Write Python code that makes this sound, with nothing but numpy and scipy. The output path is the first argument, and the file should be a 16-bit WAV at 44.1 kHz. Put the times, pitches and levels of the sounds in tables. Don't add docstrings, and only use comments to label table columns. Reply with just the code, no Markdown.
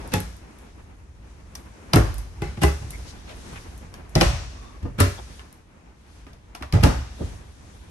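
import sys
import numpy as np
from scipy import signal
from scipy.fft import rfft, irfft
from scipy.io import wavfile

SR = 44100
rng = np.random.default_rng(int(sys.argv[2]) if len(sys.argv) > 2 else 0)


def inscribe(sig):
    pcm = np.round(np.clip(np.atleast_2d(sig).T, -1, 1) * 32767)
    wavfile.write(sys.argv[1], SR, pcm.astype(np.int16))


N = 348390

# f/Hz, level per Hz/dB
RUMBLE_COLOUR = [(15, -15.5), (30, -11), (55, 3.5), (80, -1.5), (130, -13.5), (200, -23), (400, -73.5)]
AIR_COLOUR = [(70, -30.5), (170, -3.5), (330, -7), (550, -10), (900, -10), (1400, -15.5), (2500, -19),
              (6000, -51.5)]
SWISH_COLOUR = [(700, -46), (1500, 2.5), (2200, -1), (3500, 3), (6000, 2.5), (8000, -6.5), (11000, -9.5),
                (16000, -55.5)]
# t/s, level/dB
RUMBLE_LEVEL = [(0, -39), (.6, -50.5), (1.1, -47), (2.3, -48.5), (2.9, -42.5), (4.4, -44), (5.8, -55),
                (6.2, -49), (7.9, -48.5)]
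# t when fastest/s, half-length/s, air level/dB, swish level/dB
ARM_MOVES = [(0.033, 0.16, -43, -53.5), (0.516, 0.28, -51.5, -63), (1.293, 0.046, -60, -66.5),
             (1.94, 0.34, -48.5, -60), (2.99, 0.4, -46.5, -53), (3.528, 0.16, -46.5, -50.5),
             (3.836, 0.18, -49, -65), (4.42, 0.42, -49, -61), (5.32, 0.14, -51, -56.5),
             (6.18, 0.13, -74, -61), (7.266, 0.098, -47, -52), (7.703, 0.58, -55.5, -60)]
# t at the middle/s, length/s, resonance f/Hz, width/Hz, level/dB
RUBS = [(0.06, 0.13, 686, 895, -46.5), (2.47, .13, 2130, 220, -52), (2.948, 0.068, 2130, 350, -49),
        (3.096, 0.12, 4900, 3030, -48), (3.306, 0.092, 2420, 4200, -46.5), (3.312, .11, 580, 500, -47),
        (3.571, 0.064, 2220, 1300, -46), (4.417, .11, 720, 505, -50), (4.662, 0.38, 1125, 110, -54.5),
        (4.678, .31, 3590, 250, -64.5), (4.861, .06, 475, 450, -41), (4.998, 0.045, 1270, 400, -31.5),
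        (5.187, .03, 3480, 500, -46), (5.196, 0.056, 690, 710, -42.5), (6.634, .02, 1270, 700, -36),
        (6.775, .1, 520, 500, -31), (7.22, .08, 370, 450, -35.5)]
# t/s, level/dB
CARD_FLICKS = [(.077, -19), (.204, -5.5), (.368, -22.5), (.588, -23), (2.143, -13), (2.1827, -8.5),
               (2.907, -7), (3.779, -21), (4.095, -23), (5.528, -21)]
# t/s, level/dB, brightness/dB
HINGE_TICKS = [(1.5535, -21, 9.5), (1.557, -22.5, 7), (2.420, -15, -25), (2.574, -19, -17),
               (3.560, -16, -15.5), (3.941, -17.5, -1.5), (5.395, -17, -14), (6.267, -25.5, -19),
               (6.333, -31, 1.5), (6.551, -11.5, -3), (6.625, -9, -8), (6.81, -14, -8)]
# t/s, level/dB
HANDLE_KNOCKS = [(2.421, -40.5), (2.636, -32)]
# f/Hz, level/dB, time to fall 60 dB/s
HANDLE_NOTES = [(2000, -5, .2), (2050, 3.5, 0.23), (2120, -5.5, 0.19), (2270, -8, 0.14)]
# t/s, door (0 left, 1 middle, 2 right), thump level/dB,
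# wood level/dB, edge level/dB, build-up/s, after-ring level/dB
BUMPS = [(2.420, 1, -14, -14, -16.5, .001, 17), (2.576, 1, -23, -24, -37, .0013, -6),
         (2.820, 1, -20, -30.5, -31, 0.0033, 18), (4.829, 2, -12, -41, -32, 0.002, -14),
         (4.852, 2, -13, -17.5, -33.5, .002, 11), (6.268, 2, -32, -30.5, -36.5, 0.00051, -15),
         (6.612, 2, -22, -25.5, -39, 0.0045, -4), (7.214, 2, -11.5, -18, -48, .015, 7)]
# t when the catch lets go/s, door, pull knock level/dB, wood level/dB,
# panel f/Hz, panel swing level/dB, snap level/dB, after-ring level/dB
OPENINGS = [(.139, 0, -13, -6, 96, -14, 6.5, -2), (2.635, 1, -2, -1, 70.4, -6, 1, -1),
            (5.004, 2, -8, 2.5, 93, -4, 3, 1)]
CLOSINGS = [(1.9349, 0, 0.026, 155.5, -2, -13, -6, 3.5, 5, -9, -35, -0.5),
            (4.154, 1, .059, 166, -7.5, 2, -6.5, 2, -2.5, 2, -4, 10),
            (6.726, 2, .112, 95.8, -6, 1, -20.5, 0.5, 5, -4, -13, 6.5)]
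# f/Hz, level struck at the handle/dB, level struck at the frame/dB, time to fall 60 dB/s
DOOR_NOTES = [
    [(59.75, -17, -36, 0.87), (105.2, -25, -7, 0.28), (156.3, -13, -23, 0.3), (184, -14, -33, 0.34),
     (248, -30, -32, 0.1), (306, -24, -30.5, 0.19), (327.5, -23, -12.5, 0.22), (418.6, -19, -21.5, 0.26),
     (529.3, -18, -20.5, 0.26), (616, -34, -21, 0.3), (715, -16, -18, 0.14), (844, -11, -28, 0.19),
     (1325, -21, -13, 0.1), (1670, -12, -27, 0.1), (2120, -40, -13.5, 0.09), (2474, -24, -32, 0.13),
     (2640, -11, -16, 0.078), (3490, -21, -35, 0.17)],
    [(63.5, -37.5, -23.5, 1), (139.4, -13, -19, 0.37), (163.8, -9, -18, 0.25), (222.5, -34, -17, 0.15),
     (270, -36, -8.5, 0.07), (345.3, -9.5, -9.5, 0.16), (407.6, -12, -23, 0.23), (519, -19, -6.5, 0.085),
     (572, -28, -22, 0.47), (632.7, -19.5, -9, 0.16), (724, -23, -10, 0.054), (817, -10, -16, 0.2),
     (915, -45, -31, 0.23), (1028, -11.5, -33, 0.068), (1144, -25, -32.5, 0.23), (1356, -37, -30.5, 0.34),
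     (1468, -35, -31.5, 0.2), (2020, -27, -28.5, 0.4), (2030, -23, -29.5, 0.22), (1996, -21, -34.5, 0.25),
     (2650, -32, -44, 0.43), (2625, -27.5, -34, 0.31), (2830, -18, -44.5, 0.1)],
    [(65.46, -19.5, -16, 1), (123.2, -22, -14.5, 0.49), (164.8, -21, -15.5, 0.26),
     (212.7, -22, -19.5, 0.26), (269.8, -9, -14.5, 0.15), (296, -18.5, -17, 0.12), (410, -22, -35, 0.29),
     (482, -43, -33, 0.09), (572, -20, -21, 0.29), (727, -35, -20, 0.18), (855, -40, -19, 0.22),
     (990, -14, -50, 0.11), (1217, -12, -21, 0.14), (1397, -43, -24.5, 0.25), (1630, -38, -24, 0.13),
     (1825, -19, -32, 0.17), (1800, -27.5, -39, 0.11), (2280, -33.5, -38, 0.13), (2790, -26, -38, 0.25)],
]
# f/Hz, level/dB, time to fall 60 dB/s
SPRING_NOTES = [(3050, -12.5, 0.011), (4270, 0.5, 0.008), (5040, 6, 0.0087), (5580, -10, 0.044),
                (5970, -14, 0.027)]
# f/Hz, level per Hz/dB
CABINET_COLOUR = [(25, 8), (45, 41.5), (70, 39), (130, 39), (220, 31), (400, 25.5), (750, 22.5),
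                  (1000, 19.5), (1600, 20), (3200, 16), (5500, 15), (7500, 6), (11000, -2), (16000, -8.5)]
CLICK_COLOUR = [(60, -25.5), (150, -11.5), (700, 21.5), (1500, 15), (3000, 13), (5500, 10.5), (7500, 1.5),
                (11000, 2.5), (16000, 0.5)]
# f/Hz, woodwork 60 dB fall/s, cabin 60 dB fall/s, cabin share level/dB, first crack share level/dB
DECAY = [(61, 1, 0.7, 10.5, -25), (164, 0.086, 0.63, -14.5, 9), (420, 0.12, 0.43, -13, -10),
         (1140, 0.13, 0.56, -3.5, -5.5), (3000, 0.15, 0.79, -10, 3), (6100, 0.21, 0.99, -9.5, -2.5),
         (12100, 0.15, 0.41, -6.5, 6.5)]
# f/Hz, colour level/dB, left-right likeness (0 to 1), left minus right/dB
PORTS = [(60, -0.5, 0.92, -0.5), (155, 1.5, 0.94, -1), (330, 1, 0.38, 0.5), (670, -2.5, 0.096, 2),
         (1450, -1, 0, 1.5), (3020, -1, 0, 0), (4900, -4, 0, 6), (8300, 1.5, 0.13, 1), (9380, 5, 1, 0),
         (11160, 7.5, 1, 0.5), (12800, -7, 0.2, -2), (13600, -30.5, .8, 0), (15600, -19.5, .7, 3.5)]
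# f/Hz, phase/rad
PORT_SLIP = [(8000, 0), (9000, .9), (9700, 2.4), (10250, 3.14), (11800, 6.2), (15000, 12.5)]

STILL_AIR_DB, STILL_HISS_DB = -54.5, -68
RUSTLE_FLUTTER_DB = 1.6
LEAD_S = 0.03
STRAIN_S = 0.017
BRISK_S = 0.028
YIELD_SHARE = 0.09
RAMP_S = 0.007
PANEL_HZ = 71.5
EDGE_HZ = 15900
CEILING = 0.75
RING_T = np.arange(SR) / SR


def gain_of(db):
    return 10 ** (np.asarray(db) / 20)


def read(points, hz, axis=1):
    table = np.array(points, float)
    return np.interp(np.log(hz + 1), np.log(table[:, 0] + 1), table[:, axis])


def add(mix, s, sound):
    part = mix[:, max(round(s * SR), 0):]
    part[:, :sound.shape[1]] += sound[:, :part.shape[1]]


def pair(size):
    hz = np.fft.rfftfreq(size, 1 / SR)
    left, other = rfft(rng.standard_normal((2, size)))
    same = np.clip(read(PORTS, hz, axis=2), -1, 1)
    right = same * left + np.sqrt(1 - same ** 2) * other
    return hz, np.array([left, right])


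def wander(count):
    knots = rng.standard_normal(int(count * N / SR) + 2)
    return np.interp(np.arange(N) * count / SR, np.arange(len(knots)), knots)


def bed(colour, level_db, flutter_db):
    hz, noise = pair(N)
    sound = irfft(noise * gain_of(read(colour, hz)), N)
    return sound / sound.std() * gain_of(level_db + flutter_db * wander(count=30))


def rustle(level_db, count):
    hz, noise = pair(N)
    noise = noise * gain_of(read(SWISH_COLOUR, hz))
    centres = np.geomspace(1500, 11000, count)
    out = np.zeros((2, N))
    for pick in np.eye(count):
        band = irfft(noise * read(np.c_[centres, pick], hz), N)
        out += band * gain_of(RUSTLE_FLUTTER_DB * wander(count=16))
    return out / out.std() * gain_of(level_db + 0.8 * wander(count=9))


def background():
    t = np.arange(N) / SR
    air_power, swish_power = gain_of(STILL_AIR_DB) ** 2, gain_of(STILL_HISS_DB) ** 2
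    for s, half_length, air_db, swish_db in ARM_MOVES:
        swell = np.exp(-((t - s) / half_length) ** 2)
        air_power = air_power + gain_of(air_db) ** 2 * swell
        swish_power = swish_power + gain_of(swish_db) ** 2 * swell
    rumble_db = np.interp(t, *np.transpose(RUMBLE_LEVEL))
    rumble = bed(RUMBLE_COLOUR, rumble_db + 1.5, flutter_db=0.9)
    air = bed(AIR_COLOUR, 10 * np.log10(air_power), flutter_db=2.1)
    return rumble + air + rustle(10 * np.log10(swish_power) + 2.6, count=6)


def rubs():
    out = np.zeros((2, N))
    for s, length, centre_hz, width_hz, db in RUBS:
        hz, noise = pair(SR)
        sound = irfft(noise / (1 + (2 * (hz - centre_hz) / width_hz) ** 2), SR)
        stroke = np.hanning(int(length * SR))
        stroke = stroke * gain_of(1.6 * wander(count=140)[:len(stroke)])
        rub = stroke * sound[:, :len(stroke)] / sound.std()
        add(out, s - length / 2, gain_of(db + 3.5) * rub)
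    return out


def uneven(hz, depth_db, width_hz):
    lifts = rng.standard_normal(size=512)
    grid = np.arange(len(lifts)) * width_hz
    gain = gain_of(depth_db * np.interp(hz, grid, lifts) / (1 + hz / 6000))
    return gain / np.sqrt(np.mean(gain[hz < 3000] ** 2))


def burst(t60, rise):
    t = RING_T - LEAD_S
    swell = 2 * t / max(rise, 1e-4)
    decay = -np.log(1e6) * t / max(t60, 1e-3)
    power = np.exp(np.where(t < 0, swell, decay))
    power *= np.minimum(RING_T / LEAD_S, 1) ** 4
    return power / power.sum()


def rattle(colour_db, build_up, crack_db, crack_t60, cabin_db, damping):
    hz, noise = pair(SR)
    noise = noise * gain_of(colour_db(hz)) * uneven(hz, depth_db=4.0, width_hz=55)
    centres = [row[0] for row in DECAY]
    out = np.zeros((2, SR))
    for (centre, wood_t60, cabin_t60, tail_db, first_db), pick in zip(DECAY, np.eye(len(DECAY))):
        band = irfft(noise * read(np.c_[centres, pick], hz), SR)
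        crack, tail = gain_of(first_db + crack_db) ** 2, gain_of(tail_db + cabin_db) ** 2
        rise = build_up + 0.69 / centre
        power = crack * burst(crack_t60, rise)
        power = power + burst(wood_t60 * damping, rise)
        power = power + tail * burst(cabin_t60, rise)
        power = np.interp(RING_T - 0.68 / centre, RING_T, power, left=0)
        out += band * np.sqrt(power / (1 + crack + tail))
    return out


def ring(modes, rise):
    out = np.zeros((2, SR))
    for (hz, db, t60), chance in zip(modes, rng.uniform(-0.47, 1, (len(modes), 2))):
        t = RING_T[:int(np.clip(t60, 0.01, 0.7) * 1.3 * SR)]
        apart = np.pi * chance[:, None] * np.clip(1 - read(PORTS, hz, axis=2), 0, 1)
        level = gain_of(db - 60 * t / t60) * (1 - np.exp(-t / rise))
        out[:, :len(t)] += level * np.sin(2 * np.pi * hz * t + apart)
    return out


def click(body_db, treble_db, spring_db, pitch=1):
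    def colour(hz):
        return read(CLICK_COLOUR, hz) + read([(3000, body_db), (9000, treble_db)], hz)

    direct = rattle(colour, build_up=0.0009, crack_db=-0.5, crack_t60=0.0074, cabin_db=3.5, damping=1.0)
    notes = [(hz * pitch, db, t60) for hz, db, t60 in SPRING_NOTES]
    add(direct, LEAD_S, gain_of(spring_db) * ring(notes, rise=0.0002))
    out = direct.copy()
    for delay, db in [(0.0017, -18), (0.0068, -19)]:
        add(out, delay, gain_of(db) * direct)
    return gain_of(-3.5) * out


def ticks():
    out = np.zeros((2, N))
    for s, db, bright_db in HINGE_TICKS:
        ping_db = db + 1.34 * bright_db - 15.5
        add(out, s - LEAD_S, click(body_db=db, treble_db=db + bright_db, spring_db=ping_db, pitch=1.1))
    for s, db in CARD_FLICKS:
        add(out, s - LEAD_S, click(body_db=db - 15.5, treble_db=db, spring_db=db - 43))
    return out


def handle():
    out = np.zeros((2, N))
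    for s, db in HANDLE_KNOCKS:
        add(out, s, gain_of(db) * ring(HANDLE_NOTES, rise=0.001))
    return out


def chatter(depth_db, lasts):
    knots = np.linspace(0, 1, 350)
    jitter = np.interp(RING_T, knots, rng.standard_normal(len(knots)))
    return gain_of(depth_db * np.exp(-abs(RING_T - LEAD_S) / lasts) * jitter)


def blow(door, at_frame, panel_hz, swing_db, thump_db, wood_db, edge_db, build_up, after_db, reach_hz=900):
    force = [(120, thump_db), (300, wood_db), (reach_hz, wood_db), (4000, edge_db)]
    modes = []
    for hz, handle_db, frame_db, t60 in DOOR_NOTES[door]:
        struck_db = frame_db if at_frame else handle_db
        modes.append((hz, struck_db + read(force, hz), t60))

    def colour(hz):
        return read(CABINET_COLOUR, hz) + read(force, hz)

    out = rattle(colour, build_up, crack_db=-4.0, crack_t60=0.044, cabin_db=after_db - 0.5, damping=2.34)
    out = out * chatter(depth_db=3.5, lasts=0.027)
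    add(out, LEAD_S, gain_of(-4.0) * ring(modes, rise=0.001 + 0.26 * build_up))
    add(out, LEAD_S + 0.0022, ring([(panel_hz, swing_db, 22 / panel_hz)], rise=0.0092))
    return out


def bumps():
    out = np.zeros((2, N))
    for s, door, thump_db, wood_db, edge_db, build_up, after_db in BUMPS:
        add(out, s - LEAD_S, blow(door, False, PANEL_HZ, thump_db - 9.5, thump_db, wood_db, edge_db,
                                  build_up, after_db, reach_hz=390))
    return out


def openings():
    out = np.zeros((2, N))
    for s, door, pull_db, wood_db, panel_hz, swing_db, snap_db, after_db in OPENINGS:
        free = s - LEAD_S
        pull = free - STRAIN_S
        add(out, pull, blow(door, False, panel_hz=161.3, swing_db=-20, thump_db=pull_db - 8.5,
                            wood_db=pull_db - 9, edge_db=pull_db - 7, build_up=0.0029, after_db=-11.5))
        add(out, pull, click(body_db=pull_db - 8, treble_db=pull_db - 11.0, spring_db=-48))
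        add(out, free, blow(door, False, panel_hz, swing_db, thump_db=-9, wood_db=wood_db,
                            edge_db=wood_db - 3.5, build_up=0.0099, after_db=after_db))
        add(out, free, click(body_db=snap_db - 6, treble_db=wood_db * 0.79 + 7.5, spring_db=-42))
    return out


def closings():
    out = np.zeros((2, N))
    for (s, door, travel, panel_hz, swing_db, thump_db, catch_ping_db,
         slam_thump_db, wood_db, edge_db, slam_ping_db, after_db) in CLOSINGS:
        meet = s - LEAD_S
        slam = meet + travel
        speed_db = 20 * np.log10(BRISK_S / travel)
        add(out, meet, click(body_db=6.0 + 1.15 * speed_db, treble_db=1.1 * speed_db + 3.1,
                             spring_db=catch_ping_db))
        add(out, meet + YIELD_SHARE * travel,
            blow(door, True, panel_hz, swing_db, thump_db, wood_db=0.28 * speed_db - 3.0,
                 edge_db=edge_db - 7.5, build_up=0.00087, after_db=after_db + 2.0))
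        add(out, slam - RAMP_S, click(body_db=edge_db - 6.5, treble_db=edge_db - 9, spring_db=-40))
        add(out, slam, blow(door, True, PANEL_HZ, swing_db=-13.5, thump_db=slam_thump_db, wood_db=wood_db,
                            edge_db=edge_db, build_up=0.06 * travel, after_db=after_db))
        add(out, slam - 0.0012, click(body_db=edge_db + 8.5, treble_db=wood_db + 0.6, spring_db=slam_ping_db))
    return out


def scene():
    return background() + rubs() + ticks() + handle() + bumps() + openings() + closings()


def record(dry):
    hz = np.fft.rfftfreq(N, 1 / SR)
    lean_db = read(PORTS, hz, axis=3) / 2
    left = gain_of(lean_db)
    right = gain_of(-lean_db) * np.exp(1j * read(PORT_SLIP, hz))
    heard = irfft(rfft(dry) * np.array([left, right]) * gain_of(read(PORTS, hz)), N)
    rounded = heard / (1 + (heard / CEILING) ** 4) ** (1 / 4)
    band_limit = signal.firwin(511, EDGE_HZ, window=("kaiser", 9), fs=SR)
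    return signal.oaconvolve(rounded, band_limit[None], "same")


dry = scene()
out = record(dry)
inscribe(out)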